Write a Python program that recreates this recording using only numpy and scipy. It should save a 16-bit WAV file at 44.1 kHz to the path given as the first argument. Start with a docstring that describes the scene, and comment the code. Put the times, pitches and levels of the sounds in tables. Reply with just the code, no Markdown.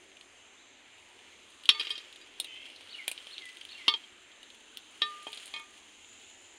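"""A faint airy hiss and droning insects come first, then small snaps and crackles of dry undergrowth.
Someone steps through it to a tree, a steel blade in hand knocking on bark and stems; a bird whistles and churrs.
Air, insects and leaves are shaped noise; snapping twigs are short noise bursts with a thud below.
The blade is a set of fading sines plus a wood crack; whistles are gliding sines; the churr is rough pulses.
A small mono microphone hears it all, with added echoes off the woods for blade, twigs and bird."""
import sys
import numpy as np
from scipy import signal
from scipy.io import wavfile

SR = 44100
rng = np.random.default_rng(int(sys.argv[2]) if len(sys.argv) > 2 else 0)


def put_to_file(sound):
    """Save the sound as 16-bit audio at rate SR, in the file named by the first command-line argument."""
    columns = np.atleast_2d(sound).T  # one column per channel
    safe = np.clip(columns, -1, 1)
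    whole_steps = np.round(safe * 32767)
    wavfile.write(sys.argv[1], SR, whole_steps.astype(np.int16))


N = 290178  # length in samples


def amp(db):
    """Turn decibels into a plain multiplier."""
    return 10 ** (np.asarray(db) / 20)


def rms_one(x):
    """Scale a sound to an average (rms) level of 1."""
    return x / np.sqrt(np.mean(x ** 2) + 1e-20)


def in_time(rows):
    """Draw straight lines between the rows of a table whose first column is start_s."""
    start_s, *columns = np.transpose(rows)
    return [np.interp(np.arange(N) / SR, start_s, column) for column in columns]


def drift(rate_hz):
    """Smooth random wandering of spread 1; a higher rate wanders faster."""
    r = np.exp(-2 * np.pi * rate_hz / SR)
    noise = rng.standard_normal(N + SR)
    wander = signal.lfilter([1], [1, -2 * r, r * r], noise)
    return rms_one(wander[SR:])  # skip the filter's first second


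def resonance(x, hz, width_hz):
    """Favour one pitch, as a hollow or springy body does: a two-pole peak of gain 1."""
    r = np.exp(-np.pi * width_hz / SR)
    feedback = [1, -2 * r * np.cos(2 * np.pi * hz / SR), r * r]
    return signal.lfilter([(1 - r * r) / 2, 0, (r * r - 1) / 2], feedback, x)


def resonances(x, peaks):
    """Add several peaks side by side, each filtered twice, with every other one flipped in sign."""
    total = 0
    for k, (hz, width_hz, level_db) in enumerate(peaks):
        twice = resonance(resonance(x, hz, width_hz), hz, width_hz)
        total = total + amp(level_db) * (-1) ** k * twice
    return total


def add(out, start_s, sound):
    """Mix a short sound into the whole at its start time."""
    at = round(start_s * SR)
    out[at:at + len(sound)] += sound[:N - at]


# Tone colour of the background air: pitch_hz [Hz], level_db [dB per Hz, relative]
AIR_COLOUR = [(20, -7), (37, -20.5), (98, -10), (163, -30), (216, -11), (347, -4), (459, -9), (1290, -11.5),
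              (3160, -5.5), (5600, -28), (7900, -23), (9400, -27), (12100, -67), (16000, -47)]
AIR_DB = -58  # rms level of all bands together


def air(patchy_db):
    """Far leaves and the microphone's own hiss: third-octave bands of noise that flicker a little."""
    out = 0
    edges = 20 * 2 ** np.arange(0, 9.9, 1 / 3)
    pitch_hz, level_db = np.transpose(AIR_COLOUR)
    white = rng.standard_normal((2, N + SR // 2))
    for k, (low, high) in enumerate(zip(edges, edges[1:])):
        band_filter = signal.butter(2, [low, high], "band", fs=SR, output="sos")
        band = signal.sosfilt(band_filter, white[k % 2])[SR // 2:]  # neighbours use different noise
        db = np.interp(np.log(low * high) / 2, np.log(pitch_hz), level_db)
        out = out + amp(db + patchy_db * drift(1.96)) * band
    return amp(AIR_DB) * rms_one(out)


# Rise and fall of the insect chorus: start_s [s], level_db [dB rms before throbbing]
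CHORUS = [(0.0, -74), (1.75, -72), (2.23, -68), (2.56, -90), (4.27, -73), (4.58, -69), (5.06, -71),
          (5.37, -61), (5.81, -68), (6.08, -60.5), (6.58, -61)]
CHORUS_HZ = 7000
# Steady insect singers: pitch_hz [Hz], width_hz [Hz, each filter pass], level_db [dB rms before drift]
SINGERS = [(6396, 710, -67.5), (7310, 260, -72.5), (8050, 80, -82), (8680, 730, -79.5)]


def insects():
    """Bands of noise: a throbbing chorus that swells, and steadier singers."""
    throb = amp(in_time(CHORUS)[0] + 1.5 * drift(8.4))
    out = throb * rms_one(resonances(rng.standard_normal(N), [(CHORUS_HZ, 800, 0)]))
    for pitch_hz, width_hz, level_db in SINGERS:
        loudness = amp(level_db + 2.0 * drift(0.98))
        out += loudness * rms_one(resonances(rng.standard_normal(N), [(pitch_hz, width_hz, 0)]))
    return out


# Treble of dry leaves and splintering wood: pitch_hz [Hz], width_hz [Hz, each filter pass], level_db [dB]
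SIZZLE = [(9090, 2330, 7), (7000, 910, -18), (10600, 780, -21)]


def sizzle(noise):
    """Shape noise into the treble of crackling leaves and wood."""
    return resonances(noise, SIZZLE)


# The very highest treble: pitch_hz [Hz], width_hz [Hz, each filter pass], level_db [dB]
TOP = [(14500, 16000, 0)]


def top_treble(noise):
    """Shape noise into the airy top above the sizzle."""
    return resonances(noise, TOP)


# Leaves underfoot: start_s [s], body_level_db [dB rms], treble_level_db [dB rms]
LEAVES = [(0.0, -75, -71.5), (0.75, -80, -99), (1.02, -66.5, -70.5), (1.24, -59.5, -80), (1.61, -63.5, -76),
          (1.81, -45.5, -68), (1.96, -50, -72), (2.2, -60.5, -77), (2.58, -56, -73), (3.3, -51.5, -64.5),
          (3.68, -56.5, -69.5), (3.82, -50.5, -70), (4.01, -53, -71), (4.2, -64.5, -76), (4.8, -69, -71.5),
          (5.04, -54, -65), (5.19, -53.5, -66), (5.46, -50.5, -59.5), (5.62, -59.5, -69.5),
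          (6.58, -63, -72)]
CRACKLES_PER_S = 400.0  # before clumping makes them denser and sparser
BRUSH = 0.21            # hiss under the crackles: its spread next to a crackle of height 1


def leaves():
    """Leaves bend and break in clumped tiny crackles on a soft brushing hiss."""
    body_db, treble_db = in_time(LEAVES)
    chance = np.minimum(rng.exponential(1, (2, N)), 4)
    heights = amp([[3.0], [4.0]] * chance) * rng.choice([-1, 1], (2, N))
    # both rows crackle at the same moments
    born = rng.random(N) < CRACKLES_PER_S * amp(7.0 * drift(20)) / SR
    grains = heights * born + BRUSH * rng.standard_normal((2, N))
    body = resonances(grains[0], [(2100, 3260, -0.5), (3180, 790, 8.5), (4040, 480, -11.0)])
    treble = sizzle(grains[1]) + amp(-12.5) * top_treble(grains[1])
    return amp(body_db) * rms_one(body) + amp(treble_db) * rms_one(treble)


ATTACK_S = .0012  # rise to full height of a blow or snap
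CLICK = 5         # height of the first break, against splintering noise of spread 1
GROUND = (254, 270, -11)  # trunk or ground under every contact: Hz, width in Hz, dB
PUSH_S, THUD_WIDTH_HZ = 0.00013, 490  # the push peaks after this time; width of the wood's own note


def crack(peak_db, hz, thud_hz, thud_db, sizzle_db, top_db, t60_s):
    """Wood splinters: a noise burst with a sharp first break, a thud below, sizzle and top above."""
    t = np.arange(SR // 8) / SR
    burst = rng.standard_normal((4, len(t))) * amp(-60 * t / t60_s) * np.minimum(t / ATTACK_S, 1)
    burst[[0, 2], int(ATTACK_S * SR)] += CLICK * np.array([1, .5])
    centre = rms_one(resonances(resonance(burst[0], hz, 1500), [(hz, 2200, 0)]))
    push = t / PUSH_S * np.exp(-t / PUSH_S) + 0.033 * burst[1]
    thud = resonances(push, [GROUND, (thud_hz, THUD_WIDTH_HZ, 0)])
    sound = centre + amp(thud_db) * rms_one(thud)
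    sound += amp(sizzle_db) * rms_one(sizzle(burst[2]))
    sound += amp(sizzle_db + top_db) * rms_one(top_treble(burst[3]))
    # peak_db sets the outline peak of the centre part alone
    return amp(peak_db) * sound / np.abs(signal.hilbert(centre)).max()


# Twigs snapping: start_s [s], peak_level_db [dB, centre part], pitch_hz [Hz, centre],
# thud_level_db [dB over centre], sizzle_level_db [dB over centre], top_level_db [dB over sizzle]
TWIGS = [(.1157, -45, 2800, -22, -30, -15), (.1682, -39, 2880, -27, -19, -16),
         (.21, -37, 3160, -32, -15, -24), (0.9804, -50, 3460, -16, -16, -9),
         (1.1894, -44, 3040, -18, -15, -18), (1.5015, -49, 2940, -14, -2, -26),
         (1.6353, -38, 3040, -27, -12, -21), (1.6552, -25, 3160, -38, -17, -11),
         (1.8024, -29.5, 3800, -25, -9, -43), (1.9134, -30.5, 3100, -27, -9, -38),
         (2.1261, -35.5, 3200, -24, -13, -27), (2.1592, -36.5, 3060, -25, -11, -26),
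         (2.3992, -20, 3500, -19, -3.5, -12), (2.4441, -29, 3000, -19, -9, -12),
         (2.6994, -40, 3160, -17, -13, -12), (2.7604, -38, 3850, -24, -14, -21),
         (2.8077, -40, 2970, -11, -14, -25), (3.0788, -15.5, 2770, -14.5, -4.5, -5),
         (3.114, -26, 2800, -14.5, -1, -17), (3.1766, -30, 3100, -24, -35, -17),
         (3.2688, -33.5, 3100, -11, -15, -29), (3.38, -24.5, 3320, -36, -34, -21),
         (3.4196, -36, 2920, -26, -28, -19), (3.454, -34.5, 2800, -32, -7, -37),
         (3.5693, -34.5, 2930, -22, -11, -26), (3.6108, -34, 2800, -33, -17, -19),
         (3.6503, -32, 2900, -35, -12, -12), (3.69, -40, 3380, -26, -22, -22),
         (4.3164, -44, 3190, -23, -23, -16), (4.4294, -40, 3050, -20, -12, -28),
         (4.5012, -39, 3100, -27, -17, -23), (4.545, -43.5, 2930, -24, -17, -23),
         (4.771, -26, 3380, -23, -12.5, -2), (5.229, -51, 3200, -17, 6, -30),
         (5.319, -48, 3300, -25, 0, -8), (5.329, -29, 3230, -22, -15, -32),
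         (5.3464, -46, 3810, -19, -1, -33), (5.3731, -31.5, 3300, -16, -12, -31),
         (5.4564, -41, 3480, -14, 4, -35), (5.4674, -37, 3190, -18, -1, -24),
         (5.4774, -37, 3210, -12, -4, -17), (6.0448, -41, 2940, -23, -22, -30),
         (6.2992, -44, 2520, -23, -9, -30)]
TWIG_T60_S, TWIG_THUD_HZ = .021, 706  # time to fade by 60 dB; pitch of the thud


def twigs():
    """Every twig breaks with one short crack."""
    out = np.zeros(N)
    for start_s, peak_db, pitch_hz, thud_db, sizzle_db, top_db in TWIGS:
        snap = crack(peak_db, pitch_hz, TWIG_THUD_HZ, thud_db, sizzle_db, top_db, TWIG_T60_S)
        add(out, start_s, snap)
    return out


EDGE_S = .003  # soft ends of a whistled note


def tone(hz, db):
    """A sine that follows pitch and rms level sample by sample, with soft ends."""
    t = np.arange(len(hz)) / SR
    edge = np.clip(np.minimum(t, t[-1] - t) / EDGE_S, 0, 1)
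    return np.sqrt(2) * edge * amp(db) * np.sin(2 * np.pi * np.cumsum(hz) / SR)


# A faint rising note, its start and its end: start_s [s], pitch_hz [Hz], level_db [dB rms before flutter]
CHIRP = [(.568, 3310, -59.5), (.635, 4600, -75)]
# Bird phrases: start_s [s], top_pitch_hz [Hz], high_level_db, fall_level_db, low_level_db [dB before flutter],
# swell_db_per_s [dB per s, of the low note]
PHRASES = [(2.889, 4550, -50.5, -43, -40.5, -330), (3.303, 4345, -47.5, -46.5, -57, 103),
           (3.689, 4450, -49.5, -47, -51, -34)]
# Arch opening each phrase: length_share [0 to 1], pitch_share [share of top pitch], level_db [dB, added]
ARCH = [(0, .62, -4), (.08, .77, 2), (.17, .94, -5), (.38, 1, 0), (.48, .95, -4), (.56, .85, 0),
        (.65, .7, -16), (.73, .655, -5), (.87, .62, 0), (1, .62, -18)]
ARCH_S, ARCH_TURN = .075, .62  # arch length; share of it where the high part gives way to the fall
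LOW_AFTER_S, LOW_S = .096, .087  # entry of the low note after the phrase starts, and its length
LOW_START_HZ, LOW_END_HZ, LOW_SLIDE_S, LOW_ATTACK_S = 2420, 2000, .015, .006


def whistles():
    """Near-pure gliding notes: a chirp, then phrases of an arch and a low slide, all fluttering a little."""
    out = np.zeros(N)
    (start_s, *first), (end_s, *last) = CHIRP
    pitch_hz, level_db = np.linspace(first, last, int((end_s - start_s) * SR)).T
    add(out, start_s, tone(pitch_hz, level_db))
    length_share, pitch_share, arch_db = np.transpose(ARCH)
    for start_s, top_hz, high_db, fall_db, low_db, swell_db_per_s in PHRASES:
        u = np.linspace(0, 1, int(ARCH_S * SR))
        arch_hz = top_hz * np.interp(u, length_share, pitch_share)
        part_db = np.where(u < ARCH_TURN, high_db, fall_db)
        add(out, start_s, tone(arch_hz, part_db + np.interp(u, length_share, arch_db)))
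        t = np.arange(int(LOW_S * SR)) / SR
        low_hz = LOW_END_HZ + (LOW_START_HZ - LOW_END_HZ) * np.exp(-t / LOW_SLIDE_S)
        low = np.minimum(t / LOW_ATTACK_S, 1) * tone(low_hz, low_db + swell_db_per_s * t)
        add(out, start_s + LOW_AFTER_S, low)
    return out * amp(2.5 * drift(60))


# Ringing notes of the blade: pitch_hz [Hz], t60_s [s to fade by 60 dB]
BLADE_NOTES = [(425, 0.46), (915, 0.13), (1205, 0.7), (1809, 0.17), (2200, 0.26), (2487, 0.26),
               (3190, 0.08), (3470, 0.2), (3845, 0.13), (4140, 0.019), (4479, 0.23), (4805, 0.16),
               (5395, 0.075)]
# How strongly each ringing note answers a blow on each part of the blade:
# part [name], then one level_db [dB] per row of BLADE_NOTES
BLADE_PARTS = {"tip": [-31.5, -38, -23.5, -28, -25, -9, -8, -8, -12, 12.5, -11, -36, -5.5], "edge": [-28.5,
               -34, -25.5, -21.5, -19.5, -12, -1.5, -18, -10, -12, -22, -10.5, -20.5], "back": [-33, -25,
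               -18, -27.5, -16.5, -29, 1.5, -12, -17, -35, -14.5, -54, -22], "flat": [-33, -33, -16.5,
               -14.5, -29, -20, -6.5, -17.5, -7, -30, -26, -43, -26], "heel": [-30, -16.5, -15.5, -17, -8,
               -3.5, -1, -16, -18, -4, -28, -23, -24], "handle": [-24.5, -17, -26, -28, -29.5, -18, -2, -41,
               -32, -32, -36, -40, -38]}
# Blows on bark and stems: start_s [s], part [name], ring_s [s until touched still], clack_level_db [dB],
# ring_level_db [dB over clack], crack_level_db [dB, peak of its centre], thud_pitch_hz [Hz],
# thud_level_db [dB over crack], sizzle_level_db [dB over crack]
BLOWS = [(1.69, "tip", 0.065, -24, 2.5, 0.5, 1220, -21, -25),
         (1.746, "back", .051, -38.5, 13, -36, 1200, -25, -32),
         (1.796, "edge", 0.018, -23, 0.5, -35, 333, -10, -4),
         (1.81, "edge", 0.0079, -36, 3, -22, 1190, -15.5, -36),
         (1.849, "edge", .028, -34.5, 0, -52, 1200, -20, -25),
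         (1.869, "back", 0.013, -34, -1, -23.5, 400, -22, -34),
         (1.904, "edge", .045, -23, -3.5, -26, 1050, -19, -15),
         (1.954, "edge", .02, -32, -4.5, -50, 400, -20, -25),
         (1.9781, "edge", 0.056, -33, -7, -29, 370, -18, -18),
         (2.212, "edge", 0.037, -53.5, 11, -53, 1300, -23, -4),
         (3.88, "back", 0.052, -13.5, -1.5, -6.5, 1070, -14.5, -28),
         (3.9381, "handle", 0.014, -18, -6, -21.5, 1100, -19, -32),
         (4.036, "handle", 0.027, -42, -8, -42, 350, -29, -34),
         (5.018, "flat", .254, -16, -1, -11, 338, -22.5, -34),
         (5.268, "handle", 0.18, -30, 0.5, -47, 760, 18.5, -25),
         (5.538, "heel", 0.034, -35, 2, -26.5, 840, -11, -23),
         (5.562, "heel", 0.072, -32, -3.5, -42, 810, 0, -26),
         (5.596, "heel", 0.3, -46.5, 5.5, -40, 1200, -2, -5)]
CLACK_T60_S = .08  # notes that fade in this time or less make the clack, the others the ring
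CRACK_HZ, CRACK_T60_S, CRACK_TOP_DB = 3150, .028, -42  # top is counted over the sizzle


def blade():
    """Each blow cracks on the wood and rings the steel's own notes until a touch stills them."""
    out = np.zeros(N)
    for start_s, part, ring_s, clack_db, ring_db, crack_db, thud_hz, thud_db, sizzle_db in BLOWS:
        t = np.arange(int((ring_s + .05) * SR)) / SR
        stilled = amp(-60 * np.maximum(t - ring_s, 0) / 0.0029)
        shape = np.minimum(t / ATTACK_S, 1) * stilled
        for (pitch_hz, t60_s), part_db in zip(BLADE_NOTES, BLADE_PARTS[part]):
            level_db = clack_db + ring_db * (t60_s > CLACK_T60_S) + part_db
            fading = amp(level_db - 60 * t / t60_s)
            add(out, start_s, shape * fading * np.sin(2 * np.pi * pitch_hz * t))
        wood = crack(crack_db, CRACK_HZ, thud_hz, thud_db, sizzle_db, CRACK_TOP_DB, CRACK_T60_S)
        add(out, start_s, wood)
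    return out


# A harsh churring call: start_s [s], pitch_hz [Hz before jitter], level_db [dB]
CHURR = [(2.441, 730, -50), (2.49, 508, -50.5), (2.568, 515, -48), (2.63, 540, -49.5), (2.69, 560, -57),
         (2.741, 610, -73)]
# The bird's throat: pitch_hz [Hz], width_hz [Hz, each filter pass], level_db [dB]
THROAT = [(2100, 370, -3), (2730, 1060, -0.5), (3120, 640, 5)]


def churr(jitter, breath):
    """Unsteady pulses and breath noise pass through the resonant throat of the bird."""
    pitch_hz, level_db = in_time(CHURR)
    cycles = np.cumsum(pitch_hz * (1 + jitter * drift(60))) / SR
    # one pulse for each finished cycle, of varying height
    pulses = np.diff(np.floor(cycles), prepend=0) * amp(2.8 * drift(90))
    source = pulses + breath * rng.standard_normal(N)
    voice = resonance(resonances(source, THROAT), 2650, 2400)
    # silent before the first row and after the last
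    calling = np.interp(np.arange(N) / SR, [CHURR[0][0], CHURR[-1][0]], [1, 1], left=0, right=0)
    return calling * amp(level_db) * rms_one(voice)


def woods(x, t60_s, dull_hz):
    """Scatter off trunks and leaves: a noise tail that dies away, softened above dull_hz."""
    t = np.arange(int(t60_s * SR)) / SR
    tail = rng.standard_normal(len(t)) * amp(-60 * t / t60_s) * np.minimum(t / 0.0038, 1)
    tail = signal.lfilter(*signal.butter(1, dull_hz, fs=SR), tail)
    return signal.fftconvolve(x, tail / np.sqrt(np.sum(tail ** 2)))[:N]


def scene():
    """Mix all sources, with echoes off the woods for the near sounds and the bird."""
    near = blade() + twigs()
    birds = whistles() + churr(jitter=.014, breath=.07)  # shares of pitch and of pulse height
    mono = near + amp(-10.5) * woods(near, t60_s=0.089, dull_hz=8800)
    mono += birds + amp(-6.0) * woods(birds, t60_s=.37, dull_hz=10000)
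    mono += leaves() + insects() + air(patchy_db=1.87)
    return np.array([mono, mono])


DIP_HZ, DIP_WIDTH_HZ, DIP_SHARE = 5930, 4100, 0.15  # the microphone's dip between its presence peaks
PEAK_LIMIT = 0.71              # loud peaks are rounded towards this height
WIDE_HZ, WIDE_DB = 10500, -13  # above this pitch the two channels differ, by this much before drift
CUTOFF_HZ = 15800              # almost nothing passes far above this pitch


def record(dry):
    """Both channels carry the same sound; peaks are rounded, the top is cut, and the highest treble differs a
    little between left and right."""
    mono = dry[0] - DIP_SHARE * resonance(dry[0], DIP_HZ, DIP_WIDTH_HZ)
    mono = PEAK_LIMIT * np.tanh(mono / PEAK_LIMIT)
    top = signal.sosfilt(signal.butter(8, WIDE_HZ, "high", fs=SR, output="sos"), mono)
    apart = amp(WIDE_DB) * top * drift(440) * [[1], [-1]]  # opposite signs left and right
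    top_cut = signal.ellip(10, .5, 70, CUTOFF_HZ, fs=SR, output="sos")
    return signal.sosfilt(top_cut, mono + apart)


dry = scene()
out = record(dry)
put_to_file(out)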